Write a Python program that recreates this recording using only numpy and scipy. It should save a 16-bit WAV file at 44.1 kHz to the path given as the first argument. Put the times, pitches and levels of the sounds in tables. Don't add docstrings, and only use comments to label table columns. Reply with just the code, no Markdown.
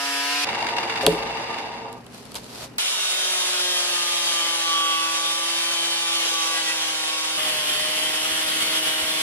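import sys
import numpy as np
from scipy import signal
from scipy.fft import rfft, irfft, next_fast_len
from scipy.io import wavfile
from scipy.ndimage import uniform_filter1d, map_coordinates

SR = 44100
rng = np.random.default_rng(int(sys.argv[2]) if len(sys.argv) > 2 else 0)


def unload_wav(signal):
    wavfile.write(
        sys.argv[1],
        SR,
        np.round(np.clip(np.atleast_2d(signal).T, -1, 1) * 32767).astype(np.int16),
    )


N = 406602
T = np.arange(N) / SR

# hz, side_db
HAND_WIDTH = [(100, -13.5), (700, -4), (2000, -1), (7000, 0.5), (13000, 5)]


def amp(db):
    return 10 ** (np.asarray(db) / 20)


def unit(x):
    return x / np.sqrt(np.mean(x ** 2, axis=-1, keepdims=True) + 1e-20)


def along(points, hz):
    f, v = np.transpose(points)
    return np.interp(np.log(hz + 1), np.log(f + 1), v)


def curves(rows, t):
    s, *cols = np.transpose(rows)
    return [np.interp(t, s, c) for c in cols]


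def wobble(t, rate):
    coarse = np.arange(0, (t[-1] - t[0]) * rate + 1, 1 / 8)
    knots = rng.standard_normal(int(coarse[-1]) + 4)
    return np.interp((t - t[0]) * rate, coarse, map_coordinates(knots, [coarse]))


def filtered(x, response):
    n = x.shape[-1]
    m = next_fast_len(n + SR // 4)
    return irfft(rfft(x, m) * response(np.fft.rfftfreq(m, 1 / SR)), m)[..., :n]


def coloured(x, points):
    return filtered(x, lambda hz: amp(along(points, hz)))


def in_band(x, band):
    inside = filtered(x, lambda hz: (hz > band[0]) & (hz < band[1]))
    return x / inside.std(axis=-1, keepdims=True)


def stereo(pair, width):
    side = coloured(pair[1], width)
    return np.array([pair[0] + side, pair[0] - side])


def grains(t, rate, spread_db):
    hits = rng.random(len(t)) < rate / SR
    sizes = hits * amp(spread_db * np.minimum(rng.exponential(size=len(t)), 4))
    return unit(sizes * rng.standard_normal((2, len(t))))


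def add(track, s, sound):
    part = track[..., round(s * SR):][..., :sound.shape[-1]]
    part += sound[..., :part.shape[-1]]


def room(x):
    # hz, t60_s
    room_t60 = [(150, 0.8), (1500, 0.26), (10000, 0.43)]
    hz, t, z = signal.stft(rng.standard_normal((2, SR // 2)), SR, nperseg=256)
    decay = amp(-60 * t / along(room_t60, hz)[:, None])
    tail = signal.istft(z * decay, SR, nperseg=256)[1]
    tail = tail / np.linalg.norm(tail[0])
    return signal.fftconvolve(np.atleast_2d(x), tail, axes=1)[:, :x.shape[-1]]


def cut(t, speeds, wall, colour, width, index, buzz_db, grind_db, rise_db, low_db, hiss_db, grit):
    # order (multiple of wheel speed), top_db, end_db, close_db
    order_levels = [(1, -72, -60.5, -58.5), (2, -41, -47.5, -56), (3, -55, -56, -55.5),
                    (3.27, -50, -49.5, -52), (4, -48.5, -54, -50), (5, -39.5, -48, -49.5),
                    (6, -47.5, -49, -50), (6.54, -69, -57, -98), (7, -37, -47, -46.5), (8, -51, -55, -52),
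                    (9, -41, -49, -49), (10, -45, -51, -49.5), (11, -42, -54, -51), (12, -42.5, -53, -47.5),
                    (13, -40.5, -52, -45.5), (14, -49, -48.5, -46)]
    # time_s, jitter_turns (scale of the random phase)
    snatch = [(0, .0015), (2.8, .004), (4.4, .003), (4.8, .0012), (5.3, .003), (6.2, .0035), (6.5, .006),
              (7.5, .007)]
    free_turns_per_s = 190.4
    hiss_rise_db = 0.15

    speed, = curves(speeds, t)
    jitter_turns, = curves(snatch, t)
    faster = speed - speed.mean()
    bite = np.clip((free_turns_per_s - speed) / 7, .1, 1)
    turns = np.cumsum(speed) / SR + jitter_turns * (wobble(t, 35) + 0.27 * wobble(t, 130))

    rim = irfft(np.exp(2j * np.pi * rng.random((2, 100))) * (np.arange(100) > 14), 2048)
    buzz = unit(np.array([np.interp(turns % 1, np.linspace(0, 1, len(r)), r) for r in rim]))
    buzz = unit(buzz + 1.1 * room(buzz))
    buzz = coloured(buzz, [(1500, -1.5), (4500, 0.0), (8000, -4.0), (14000, 5.0)])

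    contact = 1 + 0.059 * np.cos(2 * np.pi * turns)
    noise = rng.standard_normal((2, len(t)))
    chips = unit(contact * (noise + grit * grains(t, 4000, spread_db=1.1)))
    chips = coloured(chips, [(300, low_db), (900, low_db / 2), (2000, 0)])
    chips = chips * amp(0.84 * wobble(t, 45))

    scrape = amp(buzz_db) * bite * unit(patchy(buzz, depth_db=2.5, size=16))
    scrape = scrape + patchy(chips, depth_db=2.1, size=8)
    scrape = in_band(coloured(scrape, colour), (1300, 6000))
    spray = filtered(scrape, lambda hz: 1 - 1 / (1 + (hz / 6300) ** 8))
    body = amp(grind_db + rise_db * faster) * (scrape - spray)
    hiss = amp(hiss_db + hiss_rise_db * faster) * unit(spray)
    sound = amp(presses(t)) * (body + hiss)

    gains = {row[0]: bite ** 3 * amp(row[1 + index]) for row in order_levels}
    for order, ring in [*song(speed, wall, count=38).items(), *squeals(t).items()]:
        gains[order] = np.hypot(gains.get(order, 0), ring)
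    for order, gain in gains.items():
        sound += gain * line(t, turns, order, waver_db=1.3)
    return stereo(sound, width)


def line(t, turns, order, waver_db):
    phase = order * turns + rng.random()
    leads = [0, 1 / 4 + .04 * wobble(t, 4)]

    def tone(lead):
        return np.sqrt(2) * amp(waver_db * wobble(t, 9)) * np.sin(2 * np.pi * (phase + lead))

    return np.array([tone(lead) for lead in leads])


def patchy(x, depth_db, size):
    z = signal.stft(x, nperseg=1024)[2]
    field = uniform_filter1d(rng.standard_normal(z.shape[1:]), size=3, axis=0)
    field = uniform_filter1d(field, size=size, axis=1)
    return signal.istft(z * amp(depth_db * field / field.std()), nperseg=1024)[1][:, :x.shape[1]]


def presses(t):
    # centre_s, half_length_s, grinding_change_db
    press_events = [(4.3, 0.14, 1.4), (4.92, .2, -0.8), (6.25, .1, 1.2), (6.45, .04, 1.5), (6.58, .03, 2),
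                    (6.7, .035, 2), (7.494, 0.022, 2.2), (7.7, .03, 1.5), (8.49, .015, 2), (8.62, .02, 1.8),
                    (8.748, .025, 2.5), (8.876, .02, 2)]
    return sum(db * np.exp(-((t - s) / half) ** 2) for s, half, db in press_events)


def song(speed, wall, count):
    audible_db = -54
    hz = np.arange(0, SR / 4, 2)
    response = np.zeros(len(hz))
    for centre, width, db in wall:
        response = response + amp(db) / (1 + (2 * (hz - centre) / width) ** 2)

    def loudest(k):
        return response[(hz > k * speed.min()) & (hz < k * speed.max())].max()

    orders = [k for k in range(2, count) if loudest(k) > amp(audible_db)]
    return {k: np.interp(k * speed, hz, response) for k in orders}


def squeals(t):
    # hold_start_s, hold_end_s, order (multiple of wheel speed), level_db,
    # rise_s (over 20 dB), fall_s (over 20 dB)
    squeal_events = [(2.85, 3.53, 20, -42, .1, .15), (3.67, 3.77, 21, -39.5, .06, .08),
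                     (3.62, 3.78, 18, -38.5, .1, .1), (3.97, 4.13, 7, -38.5, .12, .15),
                     (4.24, 4.45, 19, -37, .04, .08), (4.3, 4.66, 13, -43.5, .1, .1),
                     (4.35, 4.55, 7, -37.5, .15, .1), (4.6, 4.9, 19, -39.5, .1, .1),
                     (4.6, 4.75, 25, -45, .3, .2), (4.63, 4.69, 23, -43, .1, .2),
                     (4.7, 5.06, 7, -28.5, .17, .58), (4.75, 4.93, 20, -32.8, .3, .13),
                     (4.72, 5.0, 18, -38, .2, .15), (4.96, 5.1, 16, -40.5, .2, .1),
                     (5.26, 5.31, 22, -40, .1, .08), (5.6, 5.98, 19, -42, .1, .1),
                     (5.6, 6.1, 14, -45, .2, .15), (6.03, 6.19, 7, -39, .12, .15),
                     (6.08, 6.24, 18, -42.5, .1, .08), (6.13, 6.23, 26, -44, .1, .08),
                     (6.2, 6.23, 13, -41, .05, .06), (6.35, 6.53, 7, -36, .08, .15),
                     (6.565, 6.59, 10, -37.5, .08, .04), (6.565, 6.59, 12, -37.5, .08, .04),
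                     (6.68, 6.71, 12, -35.5, .04, .06), (6.695, 6.72, 16, -39, .04, .04),
                     (7.1, 7.23, 7, -40.5, .15, .12)]
    gains = {}
    for start, end, order, db, rise, fall in squeal_events:
        if t[0] < start < t[-1]:
            away = np.maximum((start - t) / rise, 0) + np.maximum((t - end) / fall, 0)
            gains[round(order)] = np.maximum(gains.get(round(order), 0), amp(db - 20 * away))
    return gains


def coasting(t):
    # time_s, relative_level_db
    clacks = [(0.472, -21), (0.4905, -15), (0.5492, -16), (0.607, -21), (0.627, -21), (0.668, -18),
              (0.689, -15), (0.7672, -16), (0.7844, -15.5), (0.832, -16.5), (0.8989, -16.5), (0.9244, -19),
              (0.9582, -17), (0.976, -20), (1.0111, -17), (1.5444, -25), (1.5863, -23)]
    # centre_hz, width_hz, relative_level_db
    bench_modes = [(123, 7.7, -19), (240, 41, -14), (341, 28, -6.5), (451.7, 12, 1), (555, 35, -5),
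                   (681, 40, -4), (777, 26, -1), (821, 16, 1.5), (853, 22, -1.5), (897, 24, -.5),
                   (945, 22, 2.5), (1070, 70, -12), (1200, 14, -4)]
    # hz, db_per_hz
    casing_colour = [(500, -15), (900, 2.5), (1300, -3), (2250, 2), (2540, -5), (2740, 6), (2900, -2),
                     (3200, -11), (3550, -3.5), (4300, -12), (4620, -9), (4800, -2.5), (5000, -13),
                     (7000, -21), (11500, -28), (14500, -57)]
    # hz, side_db
    bench_width = [(60, -12), (110, -12), (200, -29), (380, -8), (700, -9), (1290, -2), (2380, -0.5),
                   (4400, 5), (8120, 6), (15000, 11)]
    stop_s, bend = 2.02, 3.0
    drone_db, drone_fall = -32.6, 0.62
    rattle_db, rattle_fall = -34.7, 1.05
    flutter_db = 1.5

    spin = 1 - np.clip((t - t[0]) / (stop_s - t[0]), 0, 1) ** bend
    hops, age = np.zeros(len(t)), np.arange(SR // 10) / SR
    for s, db in clacks:
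        hop = amp(db - 9.7) * (1 - np.exp(-age / 0.002)) * amp(-60 * age / 0.05)
        add(hops, s - t[0] - .003, hop)
    chatter = unit(grains(t, 900, spread_db=0.5) + 1.64 * rng.standard_normal((2, len(t))))
    rattle_gain = amp(rattle_db + flutter_db * wobble(t, 80)) * spin ** rattle_fall + hops
    rattle = in_band(coloured(chatter, casing_colour), (1500, 6000)) * rattle_gain

    def plate(f):
        return sum((-1) ** k * amp(db) * 1j * f * w / (c * c - f * f + 1j * f * w)
                   for k, (c, w, db) in enumerate(bench_modes))

    rocking = amp(0.6 * wobble(t, 45))
    drumming = in_band(filtered(grains(t, 1500, spread_db=0.5), plate), (700, 1100))
    drone = drumming * rocking * amp(drone_db) * spin ** drone_fall
    return stereo(rattle + drone, bench_width)


def snaps_and_knock(t):
    # time_s, crack_relative_db, thump_relative_db, favoured_hz (most excited)
    blows = [(1.033, -21, -16.5, 555), (1.0425, -27, -19, 555), (1.0517, -32, -18, 620),
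             (1.0647, 5.7, -10, 230), (1.0688, -18, -15, 690), (1.0762, -20, -5, 460),
             (1.125, -23, -19.5, 330), (2.344, -18, -42, 555), (2.354, -12.5, -33, 555),
             (2.362, -26, -37, 555)]
    # pitch_hz, relative_level_db, t60_s
    thump_modes = [(55.3, -5.5, 0.84), (170, -7, 0.24), (312, 0, 0.14), (436, 1, 0.1), (555, 1.5, 0.075),
                   (690, 0, 0.04)]
    # hz, level_db
    crack_colour = [(200, -22), (900, 0.5), (2000, -5), (3000, 2.5), (4500, 1.5), (5800, -9), (8000, -3),
                    (11000, -3.5), (15000, -21)]
    # time_s, relative_level_db
    burr_ticks = [(1.9275, -31), (2.0647, -35), (2.145, -33), (2.179, -35), (2.2533, -35), (2.3181, -31),
                  (2.383, -32), (2.442, -33)]
    focus_db_per_octave = 21

    cracks, thumps, age = np.zeros((2, len(t))), np.zeros(len(t)), np.arange(SR // 2) / SR
    for s, crack_db, thump_db, favoured_hz in blows:
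        splinters = 0.2 * rng.standard_normal((2, len(age))) * amp(-60 * age / 0.022)
        splinters[0, 0] += 2.8
        add(cracks, s - t[0], amp(crack_db) * splinters)
        ring = np.zeros(len(age))
        for hz, db, t60 in thump_modes:
            loss_db = min(focus_db_per_octave * abs(np.log2(hz / favoured_hz)), 14)
            ring += amp(db - loss_db - 60 * age / t60) * np.sin(2 * np.pi * hz * age)
        add(thumps, s - t[0], amp(thump_db) * ring * (1 - np.exp(-age / 0.0011)))
    for s, db in burr_ticks:
        tick = rng.standard_normal((2, len(age))) * amp(-60 * age / 0.012)
        add(cracks, s - t[0], amp(db + 0.5) * tick)

    def travel(hz):
        bending = np.exp(-2j * np.pi * (.36 * np.sqrt(hz) - .0016 * hz))
        return amp(along(crack_colour, hz)) * bending

    direct = filtered(cracks, travel)
    direct[0] += thumps
    return stereo(direct + amp(-12.5) * room(direct[0]), HAND_WIDTH)


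def tear_and_rubbing(t):
    # peak_s, peak_db, rise_s (over 20 dB), fall_s (over 20 dB)
    friction_strokes = [(1.03, -36, .03, .02), (2.15, -50, .07, .27), (2.358, -36, .008, .035),
                        (2.645, -40, .33, 0.05)]
    # hz, db_per_hz
    skin_colour = [(300, -1), (550, 8), (1000, 2.5), (1800, -4), (2600, -2), (4500, 1.5), (7000, -6),
                   (12000, -9), (15000, -29)]
    grip_db = -60

    strokes = sum(amp(db - 20 * np.maximum((s - t) / rise, (t - s) / fall))
                  for s, db, rise, fall in friction_strokes)
    friction = rng.standard_normal((2, len(t))) + grains(t, 3000, spread_db=1.5)
    friction = friction * amp(1.2 * wobble(t, 110))
    grip = amp(grip_db) * np.clip((t - 1.85) / 0.078, 0, 1)
    rub = in_band(coloured(friction, skin_colour), (3000, 13000))
    return stereo(rub * np.hypot(strokes, grip), HAND_WIDTH)


def puffs():
    # peak_s, relative_level_db
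    thuds = [(3.517, -67), (6.589, -64), (6.799, -62), (6.868, -62), (7.817, -53), (8.309, -52),
             (8.439, -52), (8.619, -52), (9.018, -45)]
    track, age = np.zeros(N), np.arange(SR // 25) / SR
    for s, db in thuds:
        cycles = np.sin(2 * np.pi * rng.uniform(70, 110) * age)
        add(track, s - .008, amp(db + 2) * np.hanning(len(age)) * cycles)
    return track


def shop(t):
    # hz, db_per_hz
    air_colour = [(21, -45), (35, -9), (101, -14.5), (243, -0.5), (287, -7), (333, -11), (417, -7),
                  (594, -13.5), (2440, -25), (3000, -24), (3900, -65), (6600, -120)]
    # pitch_hz, relative_level_db
    low_tones = [(119.5, -51.5), (178, -62), (249, -55.5), (544, -62)]
    air = amp(-45.3) * unit(coloured(rng.standard_normal((2, len(t))), air_colour))
    tones = sum(amp(db + 0.5 + 1.7 * wobble(t, 4.16)) * np.sin(2 * np.pi * hz * t) for hz, db in low_tones)
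    return stereo(air, HAND_WIDTH) + tones


def scene():
    edits = [0.447, 2.783, 7.38]
    # time_s, turns_per_s
    top_speed = [(0.0, 140.0), (0.09, 140.15), (0.18, 140.5), (0.27, 141.45), (0.36, 143.6), (0.45, 144.9)]
    end_speed = [(2.78, 186.2), (3.05, 185.2), (3.6, 180.6), (4, 174.5), (4.6, 166.4), (4.8, 164.3),
                 (5.0, 163.5), (5.15, 164.0), (5.45, 167.3), (5.65, 168.4), (5.9, 168.3), (6.21, 167.2),
                 (6.34, 164.8), (6.7, 162.3), (6.85, 159.3), (7.05, 157.7), (7.38, 159.2)]
    close_speed = [(7.38, 155.1), (7.5, 155.1), (7.64, 152.0), (8.3, 157.7), (8.52, 157.9), (8.68, 159.6),
                   (8.88, 156.7), (9.22, 157.2)]
    # centre_hz, width_hz, level_db
    top_wall = [(1690, 40, -43), (3450, 80, -47), (4750, 200, -47), (5060, 80, -45)]
    end_wall = [(333, 20, -50), (358.6, 11.5, -45.5), (536.4, 14, -46), (717, 27, -46), (822, 50, -45),
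                (1009, 13, -47), (1190, 60, -48), (1475, 25, -45.5), (1615, 35, -45), (1960, 25, -46),
                (3030, 30, -48), (3205, 50, -46), (3690, 53, -47), (4550, 60, -51), (4710, 50, -51)]
    close_wall = [(316.5, 11.6, -44), (618.4, 35, -41.5), (3160, 60, -50), (4307, 47, -47),
                  (4460, 81, -42.5), (5600, 130, -50)]
    # hz, db_per_hz
    top_colour = [(40, -43), (150, -25), (400, -15.5), (1000, -9.5), (1700, -5.5), (2700, -2), (4100, -8),
                  (5100, -4), (6200, -11.5), (9000, -13), (11500, -18), (15000, -36)]
    end_colour = [(70, -50), (130, -28), (250, -18), (380, -11.5), (600, -6.5), (1000, -5.5), (2200, -5.5),
                  (3150, -1), (4100, -7.5), (5500, -8), (7800, -12), (11200, -17), (14500, -73)]
    close_colour = [(30, -32), (100, -18.5), (300, -10), (600, -10), (1400, -8), (2400, -4.5), (3150, 2.5),
                    (3900, -8.5), (5500, -10), (6800, -13.5), (8500, -9), (11200, -10.5), (12800, -21),
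                    (14500, -58)]
    # hz, side_db
    top_width = [(150, -20), (400, -13), (1000, -10.5), (1700, -3), (2700, -1), (4100, -1), (5100, 0),
                 (6200, 1), (9000, 2), (11500, 3), (15000, 4)]
    end_width = [(130, -27), (250, -25), (380, -14.5), (600, -9.5), (1000, -4.5), (2200, -0.5), (3150, 4),
                 (4100, 6), (5500, 4.5), (7800, 5.5), (11200, 11), (14500, 47)]
    close_width = [(100, -12), (300, -9), (600, -7), (1400, -1), (2400, -1.5), (3150, 2), (3900, 3.5),
                   (5500, 3), (6800, 5), (8500, 4), (11200, 6), (14500, 26)]

    top_t, bench_t, end_t, close_t = np.split(T, [round(s * SR) for s in edits])
    top = cut(top_t, top_speed, top_wall, top_colour, top_width, index=0, buzz_db=1.2,
              grind_db=-28.6, rise_db=.55, low_db=0.5, hiss_db=-39.2, grit=0.32)
    bench = coasting(bench_t) + snaps_and_knock(bench_t) + tear_and_rubbing(bench_t) + shop(bench_t)
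    end = cut(end_t, end_speed, end_wall, end_colour, end_width, index=1, buzz_db=0.2,
              grind_db=-31.1, rise_db=0.085, low_db=-1, hiss_db=-38.5, grit=0.43)
    close = cut(close_t, close_speed, close_wall, close_colour, close_width, index=2, buzz_db=-3.2,
                grind_db=-29.0, rise_db=-0.04, low_db=1, hiss_db=-37, grit=0.58)
    return puffs() + np.hstack([top, bench, end, close])


def record(dry):
    top_hz = 15500
    highpass = signal.butter(4, 45, "highpass", fs=SR, output="sos")
    thinned = signal.sosfilt(highpass, dry)
    return filtered(np.clip(thinned, -1, 1), lambda hz: hz < top_hz)


dry = scene()
out = record(dry)
unload_wav(out)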